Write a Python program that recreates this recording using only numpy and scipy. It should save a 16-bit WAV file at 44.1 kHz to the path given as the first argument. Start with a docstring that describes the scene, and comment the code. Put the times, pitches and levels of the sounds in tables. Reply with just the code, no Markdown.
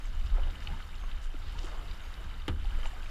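"""A kayak is paddled along a choppy river, heard from a camera in a waterproof case worn by the paddler.
From the start, wind (filtered noise) buffets the case, the river washes (noise and tiny bubbles), and a
faint tone whines once a second. Soon the strokes add spray and gulps (ringing bubbles), then drops tick (short
noise). Heavy water gives a low shudder at 0.67 s; a plop of falling pitch follows at 1.34 s. At 2.48 s
a splash slaps close by (noise bands) and the hull rings and booms. The case colours the water sounds."""
import sys
import numpy as np
from scipy import signal
from scipy.fft import rfft, irfft
from scipy.io import wavfile
from scipy.ndimage import uniform_filter1d

SR = 44100
rng = np.random.default_rng(int(sys.argv[2]) if len(sys.argv) > 2 else 0)


def dump(signal):
    """Clip the signal to [-1, 1] and save it as 16-bit WAV at the path in sys.argv[1]."""
    limited = np.clip(np.atleast_2d(signal).T, -1, 1)
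    pcm = np.round(limited * 32767).astype(np.int16)
    wavfile.write(sys.argv[1], SR, pcm)


N = 136710
TIME = np.arange(N) / SR  # seconds
FREQS = np.fft.rfftfreq(N, 1 / SR)  # Hz


def amp(db):
    """Turns decibels into a gain."""
    return 10 ** (np.asarray(db) / 20)


def unit(x):
    """Scales a sound to an average (rms) strength of 1."""
    return x / np.sqrt(np.mean(x ** 2) + 1e-20)


def curve(points):
    """Joins a table of (time, value) by straight lines, one value per sample."""
    return np.interp(TIME, *np.transpose(points))


def spectrum(points):
    """Joins a table of (frequency, dB) by straight lines along a logarithmic pitch scale."""
    hz, db = np.transpose(points)
    return np.interp(np.log(FREQS + 1), np.log(hz + 1), db)


def noise(gain):
    """Random noise of rms 1, with each frequency scaled by the given gain."""
    white = rng.standard_normal(N)
    return unit(irfft(rfft(white) * gain, N))


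def band(hz, octaves):
    """Noise in a bell-shaped band around one pitch."""
    distance = np.log2((FREQS + 1) / hz) / octaves
    return noise(np.exp(-.5 * distance ** 2))


def drift(rate_hz):
    """A randomly wandering control of rms 1, mostly slower than the given rate."""
    return noise(np.exp(-(FREQS / rate_hz) ** 2))


def steadied(x, seconds):
    """Evens out the swells of a noise that are slower than the given time."""
    power = abs(uniform_filter1d(x ** 2, max(int(seconds * SR), 2)))
    return x / np.sqrt(power + 1e-6)


def burst(start, rise, decay):
    """A loudness shape: straight rise, then exponential decay."""
    t = TIME - start
    return np.clip(t / rise, 0, 1) * np.exp(-np.maximum(t - rise, 0) / decay)


def add(mix, s, sound):
    """Mixes a sound in at a time in seconds."""
    part = mix[max(round(s * SR), 0):][:len(sound)]
    part += sound[:len(part)]


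def bubble(hz, t60, rise, glide):
    """A trapped air bubble: a ring that fades by 60 dB in t60 seconds, its pitch creeping up if glide > 0."""
    t = np.arange(0, t60, 1 / SR)
    loudness = (1 - np.exp(-t / rise)) * amp(-60 * t / t60)
    return loudness * np.sin(2 * np.pi * hz * t * (1 + glide * t / t60))


def bubbles(hz, spread, per_s, cycles, spread_db, size=N, count=24):
    """A swarm of bubbles of many sizes around one pitch, each ringing for a set number of cycles, rms 1."""
    out = np.zeros(size)
    for step in np.linspace(-1, 1, count) + rng.uniform(-1.25, 1, count) / count:
        pitch = min(hz * np.exp(2 * spread * step), SR / 3)
        births = (rng.random(size) < per_s / count / SR) * rng.choice([-1, 1], size)
        strength = amp(spread_db * np.minimum(rng.exponential(1, size), 4))
        strength = strength * np.exp(-step ** 2) * np.sqrt(pitch)
        ring = bubble(pitch, cycles / pitch, .4 / pitch, 0.099)
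        out += signal.oaconvolve(births * strength, ring)[:size]
    return unit(out)


def swarms(rows, spread, cycles, spread_db):
    """Swarms of bubbles that swell and die away exponentially around their loudest moments."""
    out = np.zeros(N)
    for s, rise, fall, db, hz, per_s in rows:
        # three quarters of a second, from a quarter second before the height
        t = np.arange(SR // 2 + SR // 4) / SR + max(s - 1 / 4, 0)
        swarm = steadied(bubbles(hz, spread, per_s, cycles, spread_db, size=len(t)), 0.017)
        loudness = amp(db) * np.exp(-np.maximum((s - t) / rise, (t - s) / fall))
        add(out, t[0], swarm * loudness)
    return out


def falling_ring(s, db, first_hz, last_hz, glide, rise, decay):
    """A damped ring whose pitch falls quickly at first, then settles."""
    hz = last_hz + (first_hz - last_hz) * np.exp(-np.maximum(TIME - s, 0) / glide)
    phase = 2 * np.pi * np.cumsum(hz * (TIME >= s)) / SR
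    return amp(db) * burst(s, rise, decay) * np.sin(phase)


# strength of the wind's slow rumble: (time [s], level [dB])
RUMBLE_LEVEL = [(0, -36.5), (.12, -31.5), (.26, -27), (.37, -23.5), (.48, -28), (.56, -42.5), (.72, -33),
                (.88, -41.5), (1.06, -32), (1.3, -33), (1.55, -34), (1.88, -35.5), (2.0, -39.5), (2.2, -38),
                (2.44, -37.5), (2.66, -30), (2.84, -27.5), (2.96, -36.5), (3.1, -34.5)]
# strength of the quicker buffeting, before its random lumps: (time [s], level [dB])
BUFFET_LEVEL = [(0, -58.5), (.12, -47), (.23, -51), (.42, -46.5), (.58, -45), (.75, -42.5), (.86, -50.5),
                (1.05, -48), (1.3, -53.5), (1.58, -45.5), (1.75, -52.5), (1.88, -46.5), (2.0, -50),
                (2.27, -45.5), (2.42, -48), (2.6, -49.5), (2.82, -46), (3.1, -48.5)]
# tone of the slow rumble: (frequency [Hz], relative level [dB per Hz])
RUMBLE_TONE = [(1, -43), (14, 4), (24, 8.5), (38, -0.5), (52, -7), (72, -13.5), (105, -29), (160, -37.5),
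               (300, -42), (800, -79), (4000, -100)]
# tone of the quicker buffeting: (frequency [Hz], relative level [dB per Hz])
BUFFET_TONE = [(25, -40), (45, -4), (70, 3.5), (95, -9.5), (125, -15.5), (200, -18), (400, -28.5),
               (1500, -84)]
BUFFET_LUMPS_DB = 1.3


def wind():
    """Slow pressure swings that follow the gusts, and quicker lumps of buffeting above them."""
    rumble = steadied(noise(amp(spectrum(RUMBLE_TONE))), 0.148)
    buffet = steadied(noise(amp(spectrum(BUFFET_TONE))), 0.13)
    buffet_db = curve(BUFFET_LEVEL) + BUFFET_LUMPS_DB * drift(rate_hz=15)
    return rumble * amp(curve(RUMBLE_LEVEL)) + buffet * amp(buffet_db)


# strength of the river, before the case: (time [s], level [dB])
WASH_LEVEL = [(0, -45.5), (.3, -45.5), (.7, -44.5), (.92, -45.5), (1.3, -46.5), (1.5, -45), (1.8, -44.5),
              (2.1, -44.5), (2.35, -45.5), (2.55, -47.5), (2.75, -43.5), (2.95, -44.5), (3.1, -44.5)]
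# tone of the wash: (frequency [Hz], relative level [dB per Hz])
WASH_TONE = [(40, -16), (200, -2.5), (400, -0.5), (650, 0.5), (1000, 2.5), (1600, 3.5), (2400, 0),
             (4000, -3.5), (6500, -6.5), (9000, -3.5), (15000, 3)]
WASH_FLICKER_DB, WASH_FLICKER_HZ = 1.23, 22.2
# fizz: level against the wash, bubbles per second, unevenness of their strengths
FIZZ_DB, FIZZ_PER_S, FIZZ_SPREAD_DB = -10.5, 900, 4


def river():
    """Wash of the chop, flickering octave by octave, with small bubbles bursting nearby."""
    octave = np.log2(FREQS + 1)
    gain = amp(spectrum(WASH_TONE))
    wash = np.zeros(N)
    for k in range(15):
        # neighbouring octaves overlap and cross-fade
        part = gain * np.sqrt(np.maximum(1 - abs(octave - k), 0))
        flicker = amp(WASH_FLICKER_DB * drift(rate_hz=WASH_FLICKER_HZ))
        wash += np.linalg.norm(part) * noise(part) * flicker
    fizz = bubbles(hz=2630, spread=0.718, per_s=FIZZ_PER_S, cycles=36.5,
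                   spread_db=FIZZ_SPREAD_DB, count=48)
    return amp(curve(WASH_LEVEL)) * (unit(wash) + amp(FIZZ_DB) * fizz)


# a faint thin whine that comes once a second: (start [s], pitch [Hz])
WHINE_TIMES = [(.015, 6460), (.99, 6400), (2.008, 6570), (3.035, 6470)]
WHINE_S, WHINE_DB, WHINE_WAVER = 0.088, -69, 0.0058  # waver: rms share of the pitch


def whine():
    """A wavering thread of tone, probably from the camera's electronics."""
    out = np.zeros(N)
    waver = 1 + WHINE_WAVER * drift(rate_hz=59)
    for s, hz in WHINE_TIMES:
        # 6 ms fades at both ends
        gate = np.clip(np.minimum(TIME - s, s + WHINE_S - TIME) / .006, 0, 1)
        out += gate * np.sin(2 * np.pi * np.cumsum(hz * waver) / SR)
    return amp(WHINE_DB) * out


# single bubbles, from deep gulps at the hull to small plinks, before the case:
# (time [s], level [dB], with the pitch between them) = (time [s], pitch [Hz], level [dB], ring time [s])
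GULP_BUBBLES = [(.057, 7500, -38, .018), (.383, 530, -37.5, 0.081), (.434, 2920, -38, .03),
                (0.584, 497, -50, 0.055), (.6725, 2550, -23, 0.011), (0.673, 4250, -30, .013),
                (.688, 800, -43, 0.088), (0.731, 896, -42, 0.14), (1.037, 1080, -40, 0.046),
                (1.037, 664, -46, .045), (1.553, 914, -42, 0.067), (1.642, 345, -33, .05),
                (1.722, 618, -47, .05), (2.647, 794, -41, 0.052), (2.787, 7500, -37, .01),
                (2.788, 497, -38.5, 0.028), (2.8295, 3070, -41.5, 0.043), (2.832, 1160, -39, 0.038),
                (2.856, 666, -42, 0.057), (2.858, 907, -32.5, 0.034), (2.8565, 2960, -41, .022),
                (2.874, 7200, -32, .014), (2.933, 720, -40.5, 0.034)]
GULP_RISE_S, GULP_GLIDE = 0.00042, 0.043
# spray thrown by the blade, before the case:
# (time of height [s], rise [s], fall [s], level [dB], pitch [Hz], droplets [per s])
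SPRAY_SWARMS = [(.06, 0.0084, 0.024, -51, 8100, 1800), (.265, 0.0053, 0.0043, -42.5, 6000, 5500),
                (.437, 0.0066, 0.0044, -47.5, 2900, 4500), (.508, 0.0066, 0.0088, -48, 3240, 2900),
                (.63, 0.049, 0.11, -53, 3670, 4300), (1.235, 0.011, .025, -44.5, 9000, 4800),
                (1.5, 0.078, 0.037, -50.5, 4170, 5800), (1.591, 0.007, 0.0066, -41.5, 3730, 3400),
                (1.65, 0.042, 0.048, -44.5, 6340, 3500), (2.86, 0.018, 0.016, -43, 8000, 900)]
SPRAY_SPREAD, SPRAY_CYCLES = 0.34, 4.3
# water churned by blade and hull, before the case:
# (time of height [s], rise [s], fall [s], level [dB], bubble pitch [Hz], bubbles [per s])
SLOSH_SWARMS = [(.385, 0.053, 0.036, -45.5, 782, 700), (.48, 0.028, 0.023, -48, 740, 600),
                (.715, 0.045, 0.049, -52, 898, 600), (1.04, 0.014, 0.0087, -54.5, 920, 380),
                (1.635, .05, 0.026, -52.5, 450, 2400), (1.68, .014, 0.02, -46, 1170, 1500),
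                (1.74, 0.065, 0.1, -48, 760, 4000), (2.2, 0.031, 0.044, -55.5, 455, 620),
                (2.85, 0.037, 0.028, -48.5, 970, 560), (2.97, 0.021, 0.044, -53.5, 600, 680)]
SLOSH_SPREAD, SLOSH_CYCLES = 0.52, 10


def strokes():
    """Gulps ring as single bubbles; spray and churning water are swarms of short rings."""
    out = swarms(SLOSH_SWARMS, SLOSH_SPREAD, SLOSH_CYCLES, spread_db=1.5)
    out += swarms(SPRAY_SWARMS, SPRAY_SPREAD, SPRAY_CYCLES, spread_db=4.5)
    for s, hz, db, t60 in GULP_BUBBLES:
        add(out, s, amp(db) * bubble(hz, t60, GULP_RISE_S, GULP_GLIDE))
    return out


# drops landing near the case, before its colouring:
# (time [s], level [dB], pitch [Hz], width [octaves], decay [s])
DROP_TICKS = [(0.3, -46, 3000, 0.4, 0.0035), (0.553, -48, 3140, .4, .003), (0.621, -44, 1900, .55, 0.0033),
              (0.6715, -35.5, 2400, .5, 0.0017), (0.801, -40, 1650, 0.39, 0.004),
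              (1.113, -42, 2760, 0.46, 0.0036), (1.911, -42, 4350, 0.29, 0.0028),
              (2.1396, -40.5, 4160, 0.26, 0.0015), (2.613, -50, 3100, 0.32, 0.0044),
              (2.654, -45, 2850, .4, 0.0033), (2.705, -47.5, 2630, 0.3, 0.0087),
              (2.8548, -33, 1250, 1.3, 0.0013), (3.029, -43.5, 2900, 0.37, 0.0027),
              (3.059, -44, 2400, .55, 0.0013)]
DROP_RISE_S = 0.0021


def drops():
    """Short wet ticks: brief bursts of noise around one pitch."""
    out = np.zeros(N)
    for s, db, hz, octaves, decay in DROP_TICKS:
        tick = steadied(band(hz, octaves), 0.0018)
        out += amp(db) * tick * burst(s, DROP_RISE_S, decay)
    return out


# dull shudders with the heaviest water: (time [s], level [dB], pitch [Hz], rise [s], decay [s])
SHUDDERS = [(0.674, -34.5, 56, 0.0115, 0.059), (.70, -44, 150, .02, .018)]
THUD_WIDTH_OCTAVES = 0.38
# the hull booms smoothly after the slap, sinking in pitch; one row:
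# (time [s], level [dB], first pitch [Hz], last pitch [Hz], glide [s], rise [s], decay [s])
HULL_BOOM = (2.491, -26.5, 125, 73, .009, .007, .07)


def thuds():
    """Low shudders of noise with the heavy hits, and the hull's boom as a falling ring."""
    out = falling_ring(*HULL_BOOM)
    for s, db, hz, rise, decay in SHUDDERS:
        shudder = steadied(band(hz, THUD_WIDTH_OCTAVES), 0.034)
        out += amp(db) * shudder * burst(s, rise, decay)
    return out


# plops whose pitch falls as the air pocket opens out, before the case:
# (time [s], level [dB], first pitch [Hz], last pitch [Hz], glide [s], rise [s], decay [s])
AIR_POCKETS = [(1.343, -37.5, 402, 254, 0.0043, 0.00073, 0.0089), (2.481, -25, 400, 170, .014, .0012, .011),
               (2.867, -42.5, 3240, 2730, 0.0048, 0.0028, 0.005)]


def plops():
    """Open pockets of air, each ringing with a falling pitch."""
    return sum(falling_ring(*row) for row in AIR_POCKETS)


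SLAP_S, SLAP_WIDTH_OCTAVES = 2.48, 0.6
# the close slap, band by band, before the case: (pitch [Hz], level [dB], rise [s], decay [s])
SLAP_BANDS = [(140, -40, 0.032, 0.025), (270, -38.5, 0.0052, 0.044), (1100, -35, 0.0022, 0.017),
              (2600, -31.5, 0.00075, 0.0098), (9400, -28.5, 0.001, 0.0035)]
# the hull rings under the slap, before the case: (pitch [Hz], level [dB], ring time [s])
HULL_RINGS = [(278, -46, .2), (441, -44, .13), (513, -40.5, 0.14)]
HULL_RISE_S = 0.0014


def slap():
    """A lump of water hits: the treble cracks first, the hull rings and the bass lingers."""
    out = np.zeros(N)
    for hz, db, rise, decay in SLAP_BANDS:
        splash = steadied(band(hz, SLAP_WIDTH_OCTAVES), decay)
        out += amp(db) * splash * burst(SLAP_S, rise, decay)
    for hz, db, t60 in HULL_RINGS:
        add(out, SLAP_S, amp(db) * bubble(hz, t60, HULL_RISE_S, 0))
    return out


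# what the case lets through: (frequency [Hz], gain [dB])
CASE_TONE = [(100, -2.5), (1500, -1.5), (2400, -4.5), (3300, -4.5), (4200, -6), (5200, -9), (6400, -11.5),
             (7800, -14), (9000, -17.5), (13000, -23.5), (15300, -30.5)]
# resonances and notches of the case, added to that: (frequency [Hz], width [Hz], gain [dB])
CASE_RESONANCES = [(1275, 88, 2.5), (1880, 45, -5.5), (2000, 90, 1), (2982, 236, 6.5), (3682, 100, 5.5),
                   (4800, 83, 3), (6030, 89, 1), (7190, 350, 4.5), (10640, 350, 3)]


def case(x):
    """The waterproof case dulls the treble and rings at a few pitches."""
    db = spectrum(CASE_TONE)
    for hz, width, gain in CASE_RESONANCES:
        db = db + gain * np.exp(-((FREQS - hz) / width) ** 2)
    # minimum phase: the filter answers at once, with no ringing ahead of a sound
    log_gain = np.log(amp(np.concatenate([db, db[-2:0:-1]])))
    response = irfft(np.exp(np.conj(signal.hilbert(log_gain)))[:len(db)])[:2048]
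    return signal.oaconvolve(x, response)[:N]


def scene():
    """Water heard through the case, with the wind, the thuds and the whine on top."""
    water = river() + strokes() + drops() + plops() + slap()
    return (case(water) + wind() + whine() + thuds())[None]


CUTOFF_HZ = 15300


def record(dry):
    """The recorder's band limit: a low-pass filter."""
    lowpass = signal.firwin(511, CUTOFF_HZ, window=("kaiser", 9), fs=SR)
    return signal.oaconvolve(dry, lowpass[None], "same")


dry = scene()
out = record(dry)
dump(out)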